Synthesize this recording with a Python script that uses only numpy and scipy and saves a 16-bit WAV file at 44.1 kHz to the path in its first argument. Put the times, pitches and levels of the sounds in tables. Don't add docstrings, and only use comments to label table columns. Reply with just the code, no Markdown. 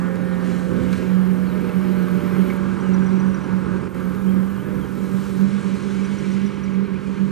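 import sys
import numpy as np
from scipy import signal
from scipy.fft import rfft, irfft, next_fast_len
from scipy.io import wavfile
from scipy.ndimage import uniform_filter1d, map_coordinates

SR = 44100
rng = np.random.default_rng(int(sys.argv[2]) if len(sys.argv) > 2 else 0)


def persist_wave(psi):
    counts = np.round(np.clip(psi, -1, 1) * 32767).astype(np.int16)
    wavfile.write(sys.argv[1], SR, np.atleast_2d(counts).T)


N = 322371

FAN_PITCH = [(0.0, 180.5), (0.79, 181.5), (0.83, 185.1), (1.63, 184.6), (1.69, 180.6), (1.85, 190.1),
             (1.99, 183.1), (2.26, 182.2), (2.32, 185.5), (2.77, 190.3), (2.93, 186.1), (3.4, 190.8),
             (3.48, 187), (4.13, 182.8), (4.19, 194.1), (4.25, 188.8), (4.44, 189.1), (4.52, 195.8),
             (4.6, 190.7), (5.19, 189.7), (5.27, 197.8), (5.33, 188.1), (5.54, 198.5), (5.7, 189.8),
             (5.84, 198.2), (6.03, 190.8), (6.15, 199.3), (6.31, 191.2), (6.51, 199.4), (6.68, 191.2),
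             (6.8, 191.6), (6.88, 199.8), (6.94, 187.1), (7.02, 196.4), (7.13, 191.6), (7.31, 195.0)]
FAN_LEVEL = [(0, -19.5), (.57, -18), (.79, -23.5), (.93, -14), (.97, -25.5), (1.14, -11.5), (1.33, -14.5),
             (1.63, -19.5), (1.71, -22.5), (1.77, -12.5), (1.85, -17), (2.04, -13), (2.09, -21),
             (2.13, -11), (2.19, -14), (2.22, -30), (2.26, -16.5), (2.32, -20.5), (2.42, -9), (2.5, -20),
             (2.73, -16), (2.78, -22.5), (2.91, -14), (3.28, -13.5), (3.38, -22), (3.46, -29),
             (3.54, -15.5), (3.66, -23.5), (3.73, -14), (3.81, -26.5), (4.13, -19), (4.21, -23),
             (4.26, -14.5), (4.42, -13), (4.54, -24), (4.6, -25), (4.82, -19.5), (4.86, -29.5),
             (5.04, -16.5), (5.09, -30), (5.15, -15.5), (5.27, -24), (5.44, -11), (5.5, -20.5), (5.54, -13),
             (5.63, -29), (5.66, -13.5), (5.7, -24), (5.74, -10.5), (5.8, -25), (5.99, -17), (6.17, -21),
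             (6.45, -15), (6.54, -30), (6.68, -17.5), (6.84, -15), (6.88, -34), (6.92, -16), (7.0, -29.5),
             (7.12, -17.5), (7.17, -25), (7.21, -16), (7.31, -17)]
FAN_BLUR = [(0, .03), (4.4, .04), (7.31, .06)]
FAN_TWIN = [(0, -22), (.6, -18), (.8, -11), (1.1, -20), (3.3, -20), (3.7, -16), (4.35, -20), (4.9, -15),
            (6.1, -15), (7.31, -18)]
FAN_OVERTONES = [(2, -25), (3, -36)]  # [multiple of the blade tone, relative level/dB]

EXHAUST_TONE = [(0, 139.4, -56), (1, 140, -56), (2, 141, -42), (3, 144, -35), (3.8, 144, -39),
                (4.2, 146, -50), (4.6, 148, -36), (5.5, 148.5, -37), (6.5, 149.5, -35), (7.31, 149.5, -38)]
EXHAUST_STACK = [(.5, -11), (1, 0), (2, -9), (8 / 3, -2)]  # [multiple of the exhaust tone, relative level/dB]
ENGINE_LEVELS = [(0, -36.5, -49), (.2, -38, -48), (.5, -36.5, -45), (.68, -38, -48), (1.0, -37, -42.5),
                 (1.28, -38, -47), (2.5, -34.5, -42.5), (2.6, -33.5, -46.5), (4.6, -37, -50),
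                 (4.95, -38.5, -50.5), (5.95, -38, -43.5), (6.4, -39.5, -43), (6.8, -40, -46.5),
                 (7.31, -41, -48)]
THROB_LEVEL = [(0, -36.5), (1.3, -35), (3, -33.5), (5.3, -34.5), (7.31, -36)]
SHUDDERS = [(.5, 0.16, -1, 3.5), (0.758, 0.095, 5, 4.5), (0.875, 0.086, 1.5, 7), (1, 0.033, 5.5, 5),
            (2.452, 0.24, 2.5, 0.5), (3.897, 0.99, 1.5, 2.5)]
ROAD_NOTCHES = [(690, 62, -13), (688, 85, -19)]
# [f/Hz, relative level/dB]
THROB_COLOUR = [(20, -31), (40, -7), (70, 7), (110, 7.5), (140, 8.5), (180, -34), (260, -120)]
RUMBLE_COLOUR = [(100, -25.5), (140, 1.5), (240, 2), (300, -3), (380, -0.5), (500, -10), (600, -12.5),
                 (680, -22.5), (800, -69), (1000, -120)]
ROAR_COLOUR = [(560, -36), (650, 4.5), (813, -3), (1100, 0), (1410, -1.5), (1630, -2.5), (1940, -17),
               (2050, -16.5), (2660, -19.5), (4500, -120)]
CLATTER_COLOUR = [(1120, -11.5), (1900, -5.5), (2240, -1), (2570, -7.5), (3110, -8.5), (3460, -15),
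                  (4190, -15), (4600, -19.5), (5980, -24), (10100, -120)]

SIREN_ROTOR = [(0, 133.5, 3), (.75, 127.5, 2), (2.25, 116.6, 2), (2.9, 112, -2), (3.75, 106.1, -5),
               (5.25, 96.2, -7), (7.31, 83.8, -13)]
SIREN_COLOUR = [(250, -41), (320, -33), (390, -42), (470, -39.5), (520, -37.5), (585, -41), (670, -58),
                (720, -57), (780, -50), (850, -56), (930, -68), (1300, -58), (1450, -50), (1850, -49.5),
                (2000, -62)]
KNOCKS = [(.156, -44, -38), (.928, -36, -30), (.934, -44, -33), (.943, -51, -40), (.953, -56, -38),
          (.961, -52, -42), (.969, -50, -46), (.979, -43, -34), (.991, -52, -39), (1.693, -52, -42),
          (2.278, -56, -40), (2.5, -47, -39), (3.945, -54, -47), (4.0, -51, -47), (4.148, -49, -43)]
PANEL_RINGS = [(1350, 900, 1), (2500, 900, 0), (3900, 1200, -5)]
CLINKS = [(1.693, 2650, -35, .035), (2.501, 2230, -30.5, .12)]
HISS_LEVEL = [(0, -64), (.38, -63), (.45, -49), (.59, -48), (.73, -55), (.92, -49), (.97, -47.5),
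              (1.2, -61.5), (2.8, -53), (3.5, -55.5), (4.7, -59.5), (5.25, -47), (5.44, -50), (5.58, -47.5),
              (6.35, -48.5), (6.9, -63), (7.06, -54), (7.31, -55)]
HISS_COLOUR = [(2470, -3), (4200, -0.5), (4620, -6), (6110, -4), (8330, -6.5), (10000, -11.5), (11500, -17),
               (12500, -27), (13500, -39), (14800, -49)]
WASH_COLOUR = [(800, -120), (1100, 4.5), (4000, -1), (9000, 0.5), (11000, -4), (13000, -3.5), (14800, -13)]

TRILL = [(2.805, -49, 4910), (2.9382, -44, 4870), (3.0633, -44, 4940), (3.1966, -44.5, 4950),
         (3.343, -44, 4880), (5.913, -46.5, 4660), (6.0468, -44, 4620), (6.1843, -44, 4740),
         (6.3166, -45.5, 5050), (6.4623, -46.5, 4810), (6.6357, -47.5, 4800)]
SOFT_PIPS = [(.065, -12), (.097, -10)]
WHISTLES = [(.322, .03, 4200, 3600, -54), (1.465, .07, 4700, 3700, -52), (2.015, .045, 4650, 3700, -57),
            (2.78, .19, 3300, 2650, -50.5), (4.265, .045, 2850, 3280, -47.5),
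            (4.375, .045, 3100, 3250, -59), (4.53, .03, 2950, 2800, -56), (4.552, .04, 3400, 3100, -55),
            (4.58, .04, 2750, 3130, -48), (4.62, .04, 3120, 3050, -61), (4.8, .03, 3700, 3200, -55),
            (4.824, .028, 3200, 3150, -50), (6.555, .035, 2350, 1950, -48), (6.625, .03, 2150, 2300, -54),
            (6.74, .03, 2200, 2350, -49), (6.845, .03, 2150, 2400, -49.5), (6.945, .028, 2380, 2450, -47.5),
            (7.055, .03, 2500, 2400, -47.5), (7.168, .028, 2350, 2450, -48), (7.28, .025, 2430, 2450, -55)]

ZOOM_RUNS = [(.002, 2.575, 199.6, -65, -42.5), (3.8863, 5.427, 119.8, -47, -47)]  # [start t/s, end t/s, step rate/Hz, first level/dB, last level/dB]
STEP_STRENGTHS = [-1, 0, -3, -2, -4, -13]
# [f/Hz, width/Hz, gain/dB]
LENS_RING, WHIRR_COLOUR = [(13160, 690, 1.4)], [(9100, 6500, 0.39), (13200, 670, 1.3)]
PORT_LIKENESS = [(45, .7), (100, .8), (190, 0.92), (1000, 0.9), (2000, 1), (2500, 0.68), (3200, 0.94),
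                 (5000, 0.9), (8000, 0.71), (12000, 0.41)]
STIR_COLOUR = [(20, -23), (70, 9), (150, -12), (300, -32), (600, -80), (900, -120)]


def fan():
    hz, db, noise_share, twin_db = curves(FAN_PITCH, FAN_LEVEL, FAN_BLUR, FAN_TWIN)
    beat_hz = 9 + 3 * wobble(3)
    twin = amp(twin_db) * tone(hz + beat_hz, noise_share, flutter_hz=10)
    overtones = sum(amp(gain) * tone(k * hz, .3, flutter_hz=12) for k, gain in FAN_OVERTONES)
    blades = tone(hz, noise_share, flutter_hz=25)
    return amp(db) * (blades + twin + overtones) / np.sqrt(1 + amp(2 * twin_db))


def engine():
    hz, db, roar_db, clatter_db, throb_db = curves(EXHAUST_TONE, ENGINE_LEVELS, THROB_LEVEL)
    t = np.arange(N) / SR
    rumble_rise, throb_rise = sum(np.outer(rises, np.exp(-((t - at) / half_length) ** 2))
                                  for at, half_length, *rises in SHUDDERS)
    exhaust = sum(amp(db + gain) * tone(k * hz, .08, flutter_hz=8) for k, gain in EXHAUST_STACK)
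    firing = np.cos(np.pi * np.cumsum(hz) / SR)
    load = wobble(9)
    throb = amp(throb_db + throb_rise) * rush(THROB_COLOUR, patchy_db=.5)
    rumble_db = -25.5 - .42 * t + rumble_rise
    rumble = amp(rumble_db + 1.4 * load) * rush(RUMBLE_COLOUR, patchy_db=.23)
    roar_pulse = amp(firing + .74 * wobble(60))
    roar = amp(roar_db + .16 * load) * rush(ROAR_COLOUR, patchy_db=.77, pulse=roar_pulse)
    clatter_pulse = amp(.33 * firing + .91 * wobble(150))
    clatter = amp(clatter_db + .5 * load) * rush(CLATTER_COLOUR, patchy_db=1, pulse=clatter_pulse)
    return exhaust + throb + road_echo(rumble + roar) + clatter


def road_echo(sound):
    near, far = (filtered(sound, lambda f: amp(db * np.exp(-((f - hz) / width) ** 2)))
                 for hz, width, db in ROAD_NOTCHES)
    return near + (far - near) * np.linspace(0, 1, N)


def siren():
    chop_hz, db = curves(SIREN_ROTOR)
    t = np.arange(N) / SR
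    stack = np.zeros(N)
    for k in range(2, 16):
        tone_db = db + look_up(SIREN_COLOUR, k * chop_hz) - 6 * (k > 8) * t
        stack += amp(tone_db) * tone(k * chop_hz, .13, flutter_hz=10)
    return stack


def bodywork():
    cracks, thuds, clinks = np.zeros((3, N))
    t = np.arange(SR // 10) / SR
    for at, crack_db, panel_db in KNOCKS:
        place(cracks, at, amp(crack_db + 6 - 60 * t / .03) * rng.standard_normal(len(t)))
        place(thuds, at, amp(panel_db + 12 - 60 * t / .05) * rng.standard_normal(len(t)))
    for at, hz, db, fade_s in CLINKS:
        phase = 2 * np.pi * hz * t
        place(clinks, at, amp(db - 60 * t / fade_s) * (np.sin(phase) + .6 * np.sin(.94 * phase)))
    return resonate(cracks, [(4500, 6000, 0)]) + resonate(thuds, PANEL_RINGS) + clinks


def tyres_and_air():
    hiss_db, = curves(HISS_LEVEL)
    t = np.arange(N) / SR
    wash = amp(-55 - t) * rush(WASH_COLOUR, patchy_db=2)
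    hiss = amp(hiss_db) * rush(HISS_COLOUR, patchy_db=1.5, pulse=amp(1.1 * wobble(300)))
    return hiss + wash


def birds():
    song = np.zeros(N)
    for at, db, low_hz in TRILL:
        chance = rng.standard_normal(4)
        start = at - .003
        for k, (delay, gain) in enumerate([(.00039, .0095), *SOFT_PIPS]):
            pip_hz = 5870 + 25 * chance[k]
            place(song, start + delay, bird_note(.016, pip_hz - 50, pip_hz + 30, db + gain))
        low_note = bird_note(.014, low_hz - 250, low_hz + 100, db - 10)
        thin_top_note = bird_note(.016, 8700, 8700, db - 19 + 3 * chance[3])
        place(song, start + .028, low_note)
        place(song, at + .004, thin_top_note)
    for at, *note in WHISTLES:
        place(song, at, bird_note(*note))
    t = np.arange(SR // 4) / SR
    tail = amp(-60 * t / .3) * rng.standard_normal(len(t))
    echo = signal.fftconvolve(song, tail / np.linalg.norm(tail))[:N]
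    leaves = amp(1.5 * wobble(250))
    return song * leaves + amp(-9) * echo


def bird_note(length_s, from_hz, to_hz, db):
    progress = np.linspace(0, 1, round(length_s * SR))
    hz = from_hz + (to_hz - from_hz) * np.sin(progress * np.pi / 2)
    swell = np.sqrt(np.abs(np.sin(np.pi * progress)))
    return amp(db) * swell * np.sin(2 * np.pi * np.cumsum(hz) / SR)


def zoom_motor():
    ticks, level = np.zeros((2, N)), np.zeros(N)
    t = np.arange(N) / SR
    for start, end, step_hz, first_db, last_db in ZOOM_RUNS:
        step = np.floor((t - start) * step_hz + .05 * wobble(3) + .006 * wobble(150)).astype(int)
        running = (t > start) & (t < end)
        hits = np.flatnonzero(np.diff(step) * running[1:])
        step_db = np.take(STEP_STRENGTHS, step[hits] % len(STEP_STRENGTHS))
        scatter_db = 3 * rng.standard_normal((len(hits), 2)).T
        ticks[:, hits] = np.sqrt(SR / step_hz) * amp(step_db + scatter_db)
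        ticks[1, hits[rng.random(len(hits)) < .25]] *= -.7
        level += running * np.interp(t, [start, end], amp([first_db, last_db]))
    friction = amp(-8.5) * (rng.standard_normal((2, N)) + rng.standard_normal(N)) / np.sqrt(2)
    motor = resonate(level * ticks, LENS_RING) + resonate(level * friction, WHIRR_COLOUR)
    return motor * amp([[.8], [-.8]])


def tone(hz, noise_share, flutter_hz):
    steady = np.exp(2j * np.pi * (np.cumsum(hz) / SR + rng.random()))
    flutter = wobble(flutter_hz) + 1j * wobble(flutter_hz)
    blur = np.sqrt(1 - noise_share) + np.sqrt(noise_share / 2) * flutter
    return np.sqrt(2) * np.real(steady * blur)


def rush(colour, patchy_db, pulse=1):
    grid = signal.stft(pulse * rng.standard_normal((2, N)), nperseg=512)[2]
    patches = uniform_filter1d(rng.standard_normal(grid.shape[1:]), 6, axis=0)
    patches = uniform_filter1d(patches, 14, axis=1)
    noise = signal.istft(grid * amp(patchy_db * unit(patches)), nperseg=512)[1][:, :N]

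    def colour_and_width(hz):
        spread = np.arccos(look_up(PORT_LIKENESS, hz)) / 2
        return amp(look_up(colour, hz)) * [np.cos(spread), np.sin(spread)]
    middle, side = filtered(noise, colour_and_width)
    return unit(np.array([middle + side, middle - side]))


def resonate(sound, rings):
    def one_pass(f):
        return sum((-1) ** k * amp(db) * 1j * f * width / (hz * hz - f * f + 1j * f * width)
                   for k, (hz, width, db) in enumerate(rings))
    return filtered(sound, lambda f: one_pass(f) ** 2)


def filtered(sound, response):
    size = next_fast_len(N + SR // 2)
    return irfft(rfft(sound, size) * response(np.fft.rfftfreq(size, 1 / SR)), size)[..., :N]


def wobble(rate):
    coarse = np.arange(0, N + 32, 32)
    points = rng.standard_normal(int(N * rate / SR) + 4)
    return np.interp(np.arange(N), coarse, map_coordinates(points, [coarse * rate / SR]))


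def curves(*tables):
    t = np.arange(N) / SR
    return [np.interp(t, times, column)
            for times, *columns in map(np.transpose, tables) for column in columns]


def look_up(table, hz):
    freqs, values = np.transpose(table)
    return np.interp(np.log(hz + 1), np.log(freqs + 1), values)


def place(track, start_s, sound):
    room = track[round(start_s * SR):][:len(sound)]
    room += sound[:len(room)]


def amp(db):
    return 10 ** (np.asarray(db) / 20)


def unit(sound):
    return sound / np.sqrt(np.mean(sound ** 2) + 1e-20)


def scene():
    return fan() + engine() + siren() + tyres_and_air() + bodywork() + birds() + zoom_motor()


def record(dry):
    t = np.arange(N) / SR
    dip_db = -4.5 * uniform_filter1d(1. * ((t > 3.878) & (t < 3.943)), size=200)

    def ports(hz):
        bass_cut = 1j * hz / (1280 + 1j * hz) * 1j * hz / (70 + 1j * hz)
        left_db = -.5 - .55 * (hz > 3600) * (hz < 9000)
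        return np.array([amp(left_db) * bass_cut, np.ones_like(hz)])
    heard = filtered(dry * amp(dip_db), ports)
    stirring_air = filtered(rng.standard_normal(N), lambda hz: amp(look_up(STIR_COLOUR, hz)))
    heard[0] += amp(-56) * unit(stirring_air)
    return filtered(heard, lambda hz: (hz < 15000) / np.sqrt(1 + (hz / 14050) ** 120))


dry = scene()
out = record(dry)
persist_wave(out)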